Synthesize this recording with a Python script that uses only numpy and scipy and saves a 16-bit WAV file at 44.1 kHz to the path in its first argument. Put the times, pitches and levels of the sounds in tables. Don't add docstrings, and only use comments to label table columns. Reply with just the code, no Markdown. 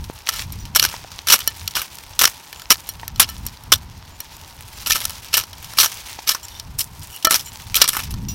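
import sys
import numpy as np
from scipy import signal
from scipy.fft import rfft, irfft, next_fast_len
from scipy.io import wavfile
from scipy.ndimage import uniform_filter1d

SR = 44100
rng = np.random.default_rng(int(sys.argv[2]) if len(sys.argv) > 2 else 0)


def pcm_store(signal):
    levels = np.round(np.clip(np.atleast_2d(signal), -1, 1) * 32767)
    wavfile.write(sys.argv[1], SR, levels.astype(np.int16).T)


N = 367794
T = np.arange(N) / SR
BODY_HZ, TREBLE_HZ = 2000, 7000

# pitch in Hz, level in dB, time to fall 60 dB at freedom 1 in seconds.
BLADE_MODES = [(646, -17, .2), (1320, -2, .15), (1776, -6, .2), (2360, -8, .1), (3005, -4, .15),
               (3305, -8, .15), (4150, -6, .1), (4400, -6, .1), (5380, -6, .12), (5720, -1, .09),
               (7050, -10, .07), (8130, -11, .05), (9140, -12, .05), (10900, -12, .05), (11850, -10, .05),
               (13300, -10, .05)]
# frequency in Hz, relative level in dB per Hz.
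CRUNCH_SPECTRUM = [(88, -50), (150, -24), (702, -21.5), (1310, -6.5), (1900, -13), (2980, -2), (4490, -1.5),
                   (4860, -1.5), (5790, 1), (6640, -8.5), (10200, -9.5), (13400, -5.5), (16000, -17)]


def amp(db):
    return 10 ** (np.asarray(db) / 20)


def rms_one(x):
    return x / np.sqrt(np.mean(x ** 2) + 1e-20)


def colour(x, spectrum):
    hz, level_db = np.transpose(spectrum)
    size = next_fast_len(len(x))
    grid = np.maximum(np.arange(size // 2 + 1) * SR / size, 1)
    gain = amp(np.interp(np.log(grid), np.log(hz), level_db))
    return rms_one(irfft(rfft(x, size) * gain, size)[:len(x)])


def split(x):
    def cut(edge, kind):
        return signal.sosfilt(signal.butter(3, edge, kind, fs=SR, output="sos"), x)
    return cut(BODY_HZ, "low"), cut([BODY_HZ, TREBLE_HZ], "band"), cut(TREBLE_HZ, "high")


def resonate(x, hz, sharpness):
    return signal.lfilter(*signal.iirpeak(hz, sharpness, SR), x)


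def drift(rate):
    r = np.exp(-2 * np.pi * rate / SR)
    wander = signal.lfilter([1], [1, -2 * r, r * r], rng.standard_normal(N + SR))
    return rms_one(wander[SR:])


def grains(per_s, spread_db, grain_s):
    happens = rng.random(N) < per_s / SR
    sizes = amp(spread_db * np.minimum(rng.exponential(1, N), 5)) * happens
    fade = np.exp(-1 / (grain_s * SR))
    envelope = signal.lfilter([1], [1, -fade], sizes + 1e-18)
    return rms_one(envelope * rng.standard_normal(N))


def window(s, length):
    return np.clip(np.minimum(T - s, s + length - T) / 0.0037, 0, 1)


def blade(free, strengths_db, t):
    hz, level_db, t60 = np.transpose(BLADE_MODES)[:, :, None]
    fall = amp(-60 * t / (t60 * np.clip(free, .05, 1.5)))
    return np.sum(amp(level_db + strengths_db) * fall * np.sin(2 * np.pi * hz * t), axis=0)


def cracks():
    # start in seconds, level in dB, time for the burst to fall
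    # 60 dB in seconds (held to 4-150 ms below), body in dB against the middle, loudest pitch in Hz.
    hits = [(0.041, -35, 0.038, -13, 4000), (0.2891, -5, 0.017, -7, 1400), (0.337, -26.5, 0.05, -11, 1350),
            (0.653, -32, 0.03, -15, 3000), (0.7493, -16, 0.1, -11, 5360), (0.759, -8.5, 0.053, -4, 12500),
            (0.7962, -1, 0.017, -17, 4440), (0.821, -21, 0.017, -21, 5810), (0.8266, -9, 0.026, -5, 5570),
            (0.838, -13, 0.034, -1, 5500), (0.8499, -8.5, 0.028, -3, 5300), (0.925, -35.5, 0.16, 1, 5530),
            (1.117, -28.5, 0.018, -26, 1020), (1.2703, -17.5, 0.085, -6, 5630),
            (1.285, -12.5, 0.04, -11, 5570), (1.3, -10.5, 0.12, -8, 2910), (1.322, -2, 0.055, -9.5, 5750),
            (1.336, -2, 0.047, -6, 5400), (1.39, -18, 0.011, -6, 15300), (1.4024, -26.5, 0.096, -7, 3320),
            (1.6766, -13, 0.017, -33, 5630), (1.709, -29, 0.026, -19, 5530),
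            (1.753, -18, 0.084, -7.5, 3100), (1.7659, -22, 0.091, 3, 2930), (1.7957, -34, 0.032, -3, 1240),
            (1.816, -25, 0.075, 0, 14000), (1.9854, -24, 0.008, -20, 9100), (2.191, -7.5, 0.063, -12, 5800),
            (2.213, -9.5, 0.06, -2.5, 5670), (2.219, -10, 0.023, -8, 12100), (2.236, -10, 0.096, -2, 5400),
            (2.2535, 5.5, 0.0095, -3.5, 5150), (2.273, -16, 0.03, -1, 5210), (2.528, -25, 0.016, -2, 2890),
            (2.5965, -31, 0.028, -18, 2140), (2.6188, -27.5, 0.019, -11, 940), (2.7, -27, 0.02, -8, 5200),
            (2.704, 2.5, 0.042, -4.5, 5230), (3.079, -19.5, 0.016, -14, 11900),
            (3.1594, -28.5, 0.012, -17, 3470), (3.1968, 4.5, 0.067, -8, 11200),
            (3.2174, -18, 0.067, -10, 5860), (3.7196, -7, 0.036, -3.5, 5340),
            (3.7221, -1, 0.049, -7.5, 3470), (3.7576, -22.5, 0.016, -13, 5760),
            (4.8604, -20.5, 0.11, -7, 2750), (4.8702, -27, 0.14, -8, 12360), (4.9069, -5, 0.018, -39, 1800),
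            (4.9177, -11.5, 0.077, -40, 2620), (4.9543, -17, 0.079, -3.5, 6200),
            (5.042, -24.5, 0.036, -9, 5500), (5.0527, -9.5, 0.014, -16, 10800),
            (5.246, -28, 0.012, -12, 9000), (5.284, -36, 0.011, -20, 5000),
            (5.3403, -7, 0.037, -10.5, 2690), (5.3693, -12, 0.054, -7, 13860), (5.377, -16, 0.09, -4, 5640),
            (5.4367, -24, 0.012, -1, 5160), (5.5303, -27, 0.01, -4, 3950),
            (5.6437, -29.5, 0.039, -17, 5300), (5.7361, -21.5, 0.0065, -6, 840),
            (5.7851, -8.5, 0.079, -5, 4350), (5.8005, -7.5, 0.11, -19, 5600), (5.829, -12, 0.1, -4, 5800),
            (5.859, -17, 0.047, -6.5, 5670), (6.274, -19.5, 0.088, -15, 2420),
            (6.2914, -7, 0.036, -11, 5140), (6.304, -24, 0.055, -4, 5740), (6.3474, -18.5, 0.05, -5, 1080),
            (6.483, -31, 0.041, -25, 5300), (6.598, -20.5, 0.008, -27, 4860),
            (6.7922, -18, 0.037, -35, 8100), (6.806, -19.5, 0.058, -19, 5100),
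            (7.226, -31, 0.043, -16, 3120), (7.249, -0.5, 0.027, -34, 2030),
            (7.308, -9, 0.062, -2.5, 10800), (7.3175, -24, 0.042, -17, 4120),
            (7.3424, -9.5, 0.082, -7, 5400), (7.358, -13, 0.03, -17, 5130), (7.3946, -27, 0.086, -13, 5240),
            (7.7436, -13.5, 0.028, -20, 2370), (7.7537, -9, 0.039, -19, 6050),
            (7.7686, -14.5, 0.034, -17, 3750), (7.776, -22.5, 0.09, -2.5, 4760),
            (7.801, -24.5, 0.14, 0, 4200), (7.816, 7, 0.026, -11, 4330), (7.8415, -11.5, 0.024, -5, 960),
            (7.8774, -16, 0.067, -10, 10100), (7.8857, -11.5, 0.048, -12, 11400),
            (7.9302, -27, 0.074, 4, 2390), (7.9493, -27, 0.046, 5.5, 1330),
            (7.9676, -19, 0.048, 2.5, 12100), (7.9918, -35.5, 0.04, 14.5, 2300),
            (8.0344, -26, 0.043, -31, 2430), (8.107, -31.5, 0.089, -21, 11600),
            (8.14, -26.5, 0.021, -14, 880), (8.2846, -33.5, 0.17, -29, 5030)]
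    hard_freedom, light_freedom, light_below_db = 0.25, 0.35, -16.5
    snap_db, snap_s = -8, 0.00068
    treble_db, treble_db_per_octave = -1.5, 1
    out, t = np.zeros(N + SR), T[:SR // 5]
    grit = np.pad(colour(grains(per_s=6000, spread_db=6.0, grain_s=0.00088), CRUNCH_SPECTRUM), (0, SR))
    parts = np.array([rms_one(part) for part in split(grit)])
    mode_hz = np.array(BLADE_MODES)[:, :1]
    chance_db = 3 * rng.standard_normal((len(hits), len(BLADE_MODES), 1))
    for (s, level_db, t60, body_db, hz), own_db in zip(hits, chance_db):
        hardness = np.clip((level_db - light_below_db) / 10, 0, 1)
        free = light_freedom + (hard_freedom - light_freedom) * hardness
        at = slice(round(s * SR), round(s * SR) + len(t))

        decay = amp(-60 * t / np.clip(t60, .004, .15))
        snap = amp(snap_db) * np.exp(-t / snap_s)
        fall = (decay + snap) * np.minimum(t / 0.00073, 1)
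        stone = resonate(grit[at], min(hz, .45 * SR), 8.0)
        layers = fall * np.vstack([parts[:, at], stone])
        layers *= np.sqrt(np.sum(fall ** 2) / np.sum(layers ** 2, axis=1, keepdims=True))
        own_treble_db = treble_db + treble_db_per_octave * np.log2(hz / TREBLE_HZ)
        burst = amp([body_db, 0, own_treble_db, -5]) @ layers

        favoured_db = own_db - 11.0 * np.minimum(abs(np.log2(mode_hz / hz)), 1.5)
        ring = np.clip(free, 0, 1.5) * blade(free, favoured_db, t) * np.minimum(t / 0.00039, 1)
        out[at] += amp(level_db) * (burst + amp(5.5) * ring)
    return out[:N]


def taps():
    # start in seconds, level in dB, blade freedom from 0 to 1, tilt of the modes in dB per octave.
    knocks = [(0.5227, -37.5, 0.7, 14), (1.4757, -12, 0.39, 7), (2.89, -24.5, 0.57, 7.5),
              (2.897, -36, 0.6, 10), (3.29, -32, 0.85, 2), (3.2983, -34, 0.66, 7), (3.465, -28.5, 0.5, 14),
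              (3.637, -41.5, 0.4, 4), (4.2042, -29, 0.4, 6), (5.096, -30.5, 0.4, 2),
              (6.4304, -42.5, 0.2, 7), (7.2476, -13, 0.6, 0), (7.271, -20, 0.43, -5)]
    click_db, click_s = 8, 0.0015
    out, t = np.zeros(N + SR), T[:SR // 5]
    octaves = np.log2(np.array(BLADE_MODES)[:, :1] / 5000)
    modes = len(BLADE_MODES)
    chance = rng.standard_normal((len(knocks), modes + len(t)))
    for (s, level_db, free, tilt_db), own in zip(knocks, chance):
        ring = blade(free, 2.5 * own[:modes, None] + tilt_db * octaves, t)
        click = np.diff(own[modes:], prepend=0) * np.exp(-t / click_s)
        out[round(s * SR):][:len(t)] += amp(level_db) * (ring + amp(click_db) * click)
    return out[:N]


def stirring():
    # entry in seconds, digging time in seconds,
    # level as the digging ends in dB, fade after it in dB per second, treble in dB.
    strokes = [(0.259, 0.13, -28.5, 240, -4), (0.748, 0.016, -16.5, 105, -5.5),
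               (1.271, 0.06, -15, 348, -1.5), (1.743, 0.02, -19.5, 254, -4),
               (2.187, 0.025, -16.5, 210, -0.5), (2.699, 0.021, -14.5, 648, -2),
               (3.195, 0.014, -3.5, 694, -18), (3.717, 0.012, -21, 450, -2), (4.855, 0.094, -23, 112, -2),
               (5.32, 0.071, -20.5, 550, -5), (5.761, 0.049, -20.5, 210, -1), (6.262, 0.045, -20, 342, -2),
               (6.778, 0.011, -25.5, 313, 8.5), (7.015, 0.032, -43, 152, 7.5),
               (7.105, 0.066, -41.5, 200, 6.5), (7.29, 0.052, -24, 253, 0.5), (7.742, 0.012, -20, 450, 6),
               (7.804, 0.042, -14.5, 268, -12), (7.875, 0.09, -23.5, 190, 0)]
    # time in seconds, level in dB, treble in dB.
    rustle = [(0.0, -46.5, -1), (0.25, -46, -4), (0.46, -43.5, -4), (0.62, -44, -5), (0.72, -48, -6),
              (1.2, -42, -8), (1.73, -39.5, -1.5), (2.16, -47.5, -2.5), (2.34, -42, -3), (2.9, -45.5, -2),
              (3.14, -47, -6), (3.27, -41.5, -2.5), (3.67, -49, -4), (3.9, -51, -7.5), (4.36, -43.5, -4),
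              (4.67, -47, -1), (4.85, -36, -4), (5.28, -40, -3), (5.48, -43.5, -3.5), (5.69, -39, -2),
              (6.25, -39.5, -3.5), (6.44, -45.5, -4), (6.77, -50, -2), (7.1, -41.5, 0), (7.44, -47.5, 1),
              (7.73, -40, -3.5), (8.08, -42, -7), (8.27, -54.5, -1), (8.34, -43.5, 0)]
    bite_db_per_s, dig_db_per_s = 2503, 40
    lift_s, lift_db = 0.12, -2
    t = T[::20]
    s, level_db, treble_db = np.transpose(rustle)
    level_db, treble_db = np.interp(t, s, level_db), np.interp(t, s, treble_db)
    for enters, digs, peak_db, fade_db, own_treble_db in strokes:
        late = t - enters - digs
        level_db = level_db + lift_db * np.clip(1 + (t - enters) / lift_s, 0, 1) * (late < 0)
        bite_db = bite_db_per_s * (t - enters) - 54
        swell_fade_db = peak_db + np.where(late < 0, dig_db_per_s, -fade_db) * late
        stroke_db = np.minimum(swell_fade_db, bite_db)
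        treble_db = np.where(stroke_db > level_db, own_treble_db, treble_db)
        level_db = np.maximum(level_db, stroke_db)
    return np.interp(T, t, level_db), np.interp(T, t, uniform_filter1d(treble_db, size=20))


def soil():
    # frequency in Hz, relative level in dB per Hz.
    leaf_spectrum = [(250, -26), (400, -2.5), (930, 9), (2000, -2.5), (3600, -2.5), (5700, -2),
                     (7200, -7.5), (12000, -8.5), (16000, -10.5)]
    drag_db = -36
    level_db, treble_db = stirring()
    hard = np.clip((level_db - drag_db) / 10, 0, 1)

    grit = grains(per_s=900 * amp(4.4 * drift(40)), spread_db=3.5, grain_s=0.00075)
    steel = rms_one(signal.fftconvolve(grit, blade(0.35, 0, T[:SR // 10]))[:N])
    crunch = split(colour(grit, CRUNCH_SPECTRUM) + amp(-1.5) * steel)

    busy = amp(5 * drift(9))
    dull, bright, broad = (grains(per_s=120 * busy, spread_db=4.0, grain_s=0.00055) for _ in range(3))
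    brushing = rng.standard_normal(N) * amp(3.1 * drift(31))
    lower = colour(brushing + amp(-1.0) * dull + amp(-6) * broad, leaf_spectrum)
    upper = colour(brushing + amp(-0.5) * bright + amp(-0.5) * broad, leaf_spectrum)
    leaves = split(lower)[:2] + split(upper)[2:]

    body, middle, treble = (np.sqrt(hard) * rms_one(dragged) + np.sqrt(1 - hard) * rms_one(brushed)
                            for dragged, brushed in zip(crunch, leaves))
    return amp(level_db) * (amp(-11.5) * body + middle + amp(treble_db) * treble)


def grazes():
    # start in seconds, length in seconds, pitch in Hz, level in dB.
    touches = [(0.355, .07, 7150, -42), (6.429, 0.029, 7330, -38.5), (6.5, 0.11, 3620, -45),
               (7.017, 0.032, 4960, -43), (7.095, .085, 2900, -44.5), (7.445, 0.054, 7140, -43)]
    blade_db = -1
    friction = grains(per_s=600, spread_db=3, grain_s=.002)
    through_blade = signal.fftconvolve(friction, blade(0.8, 0, T[:SR // 10]))[:N + 1]
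    singing = amp(blade_db) * rms_one(np.diff(through_blade))
    out = np.zeros(N)
    for s, length, hz, db in touches:
        narrow = rms_one(resonate(friction, hz, 24))
        out += amp(db) * window(s, length) * (narrow + singing)
    return out


def thuds():
    # start in seconds, level of the note in dB, pitch in Hz, time to fall 60 dB in seconds.
    clods = [(0.099, -12.5, 366, 0.0064), (0.941, -20, 950, 0.019), (1.046, -26.5, 720, 0.019),
             (3.032, -24, 925, 0.036), (6.189, -21.5, 860, 0.018), (7.246, -24.5, 316, 0.093)]
    crumble_db = -13.5
    out, t = np.zeros(N + SR), T[:SR // 10]
    crumb_band = signal.butter(2, [600, 3500], "band", fs=SR, output="sos")
    crumbs = rms_one(signal.sosfilt(crumb_band, rng.standard_normal((len(clods), len(t)))))
    for (s, level_db, hz, t60), crumb in zip(clods, crumbs):
        fall = amp(-60 * t / t60)
        note = np.sin(2 * np.pi * hz * t) + 0.69 * fall * np.sin(2 * np.pi * 2.0 * hz * t)
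        out[round(s * SR):][:len(t)] += amp(level_db) * fall * (note + amp(crumble_db) * crumb)
    return out[:N]


def tinks():
    # start in seconds, gain on all modes in dB.
    small_taps = [(.598, -40), (8.287, -26.5)]
    # pitch in Hz, level in dB, time to fall 60 dB in seconds.
    part_modes = [(2750, -18, 0.9), (5820, 2, 0.19), (7020, -4, 0.098), (15000, -6, .16)]
    out, t = np.zeros(N + SR), T[:SR // 4]
    ring = sum(amp(level_db - 60 * t / t60) * np.sin(2 * np.pi * hz * t) for hz, level_db, t60 in part_modes)
    for s, gain_db in small_taps:
        out[round(s * SR):][:len(t)] += amp(gain_db) * ring
    return out[:N]


def chirps():
    # start in seconds, length in seconds, pitch in Hz, level in dB before the waver.
    whistles = [(2.555, .09, 7060, -50), (4.115, .06, 7040, -52), (4.325, .045, 7040, -55),
                (4.74, .03, 7300, -52)]
    notes = sum(amp(db) * window(s, length) * np.sin(2 * np.pi * hz * T) for s, length, hz, db in whistles)
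    return amp(2 * drift(40)) * notes


def background():
    # time in seconds, rumble level in dB.
    gusts = [(0.0, -34), (0.28, -57), (0.41, -32.5), (0.62, -32), (1.11, -46.5), (1.64, -44.5),
             (1.85, -51.5), (2.3, -44.5), (2.45, -54.5), (3.24, -34.5), (3.46, -34), (3.58, -48),
             (3.77, -36), (4.46, -50.5), (4.94, -35.5), (5.42, -49.5), (5.77, -43), (6.39, -53),
             (6.69, -39), (7.04, -40), (7.19, -59.5), (7.39, -43), (7.97, -39.5), (8.17, -25.5),
             (8.34, -29)]
    # frequency in Hz, relative level in dB per Hz.
    rumble_spectrum = [(12, -46), (20, -3.5), (65, 4.5), (92, 5), (168, -6.5), (269, -17), (308, -23),
                       (474, -36), (500, -35), (650, -71), (1100, -120)]
    # frequency in Hz, relative level in dB per Hz.
    air_spectrum = [(88, -48), (150, 7.5), (383, 2), (716, -4.5), (941, 12.5), (1060, -7), (1560, -3.5),
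                    (5680, -9.5), (7470, -58), (13700, -9.5), (16000, -37)]
    air_db, drone_db = -51, -52
    drone_hz, drone_width_hz = 915, 360
    gust_db = np.interp(T, *np.transpose(gusts))
    rumble = colour(rng.standard_normal(N), rumble_spectrum)
    flutter = signal.sosfilt(signal.butter(2, 130, "high", fs=SR, output="sos"), rumble)
    brightness = np.clip((gust_db + 42) / 15, -.5, 1)
    wind = amp(gust_db + 2.8 * drift(14)) * (rumble + brightness * flutter)
    hiss = amp(air_db) * colour(rng.standard_normal(N), air_spectrum)
    drone = rms_one(resonate(rng.standard_normal(N), drone_hz, drone_hz / drone_width_hz))
    return wind + hiss + amp(drone_db + drift(14.0)) * drone


def scene():
    return (cracks() + taps() + soil() + grazes() + thuds() + tinks() + chirps() + background())[None]


def record(dry):
    cutoff_hz = 16500
    return signal.sosfilt(signal.cheby2(18, 60, cutoff_hz, fs=SR, output="sos"), np.clip(dry, -1, 1))


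dry = scene()
out = record(dry)
pcm_store(out)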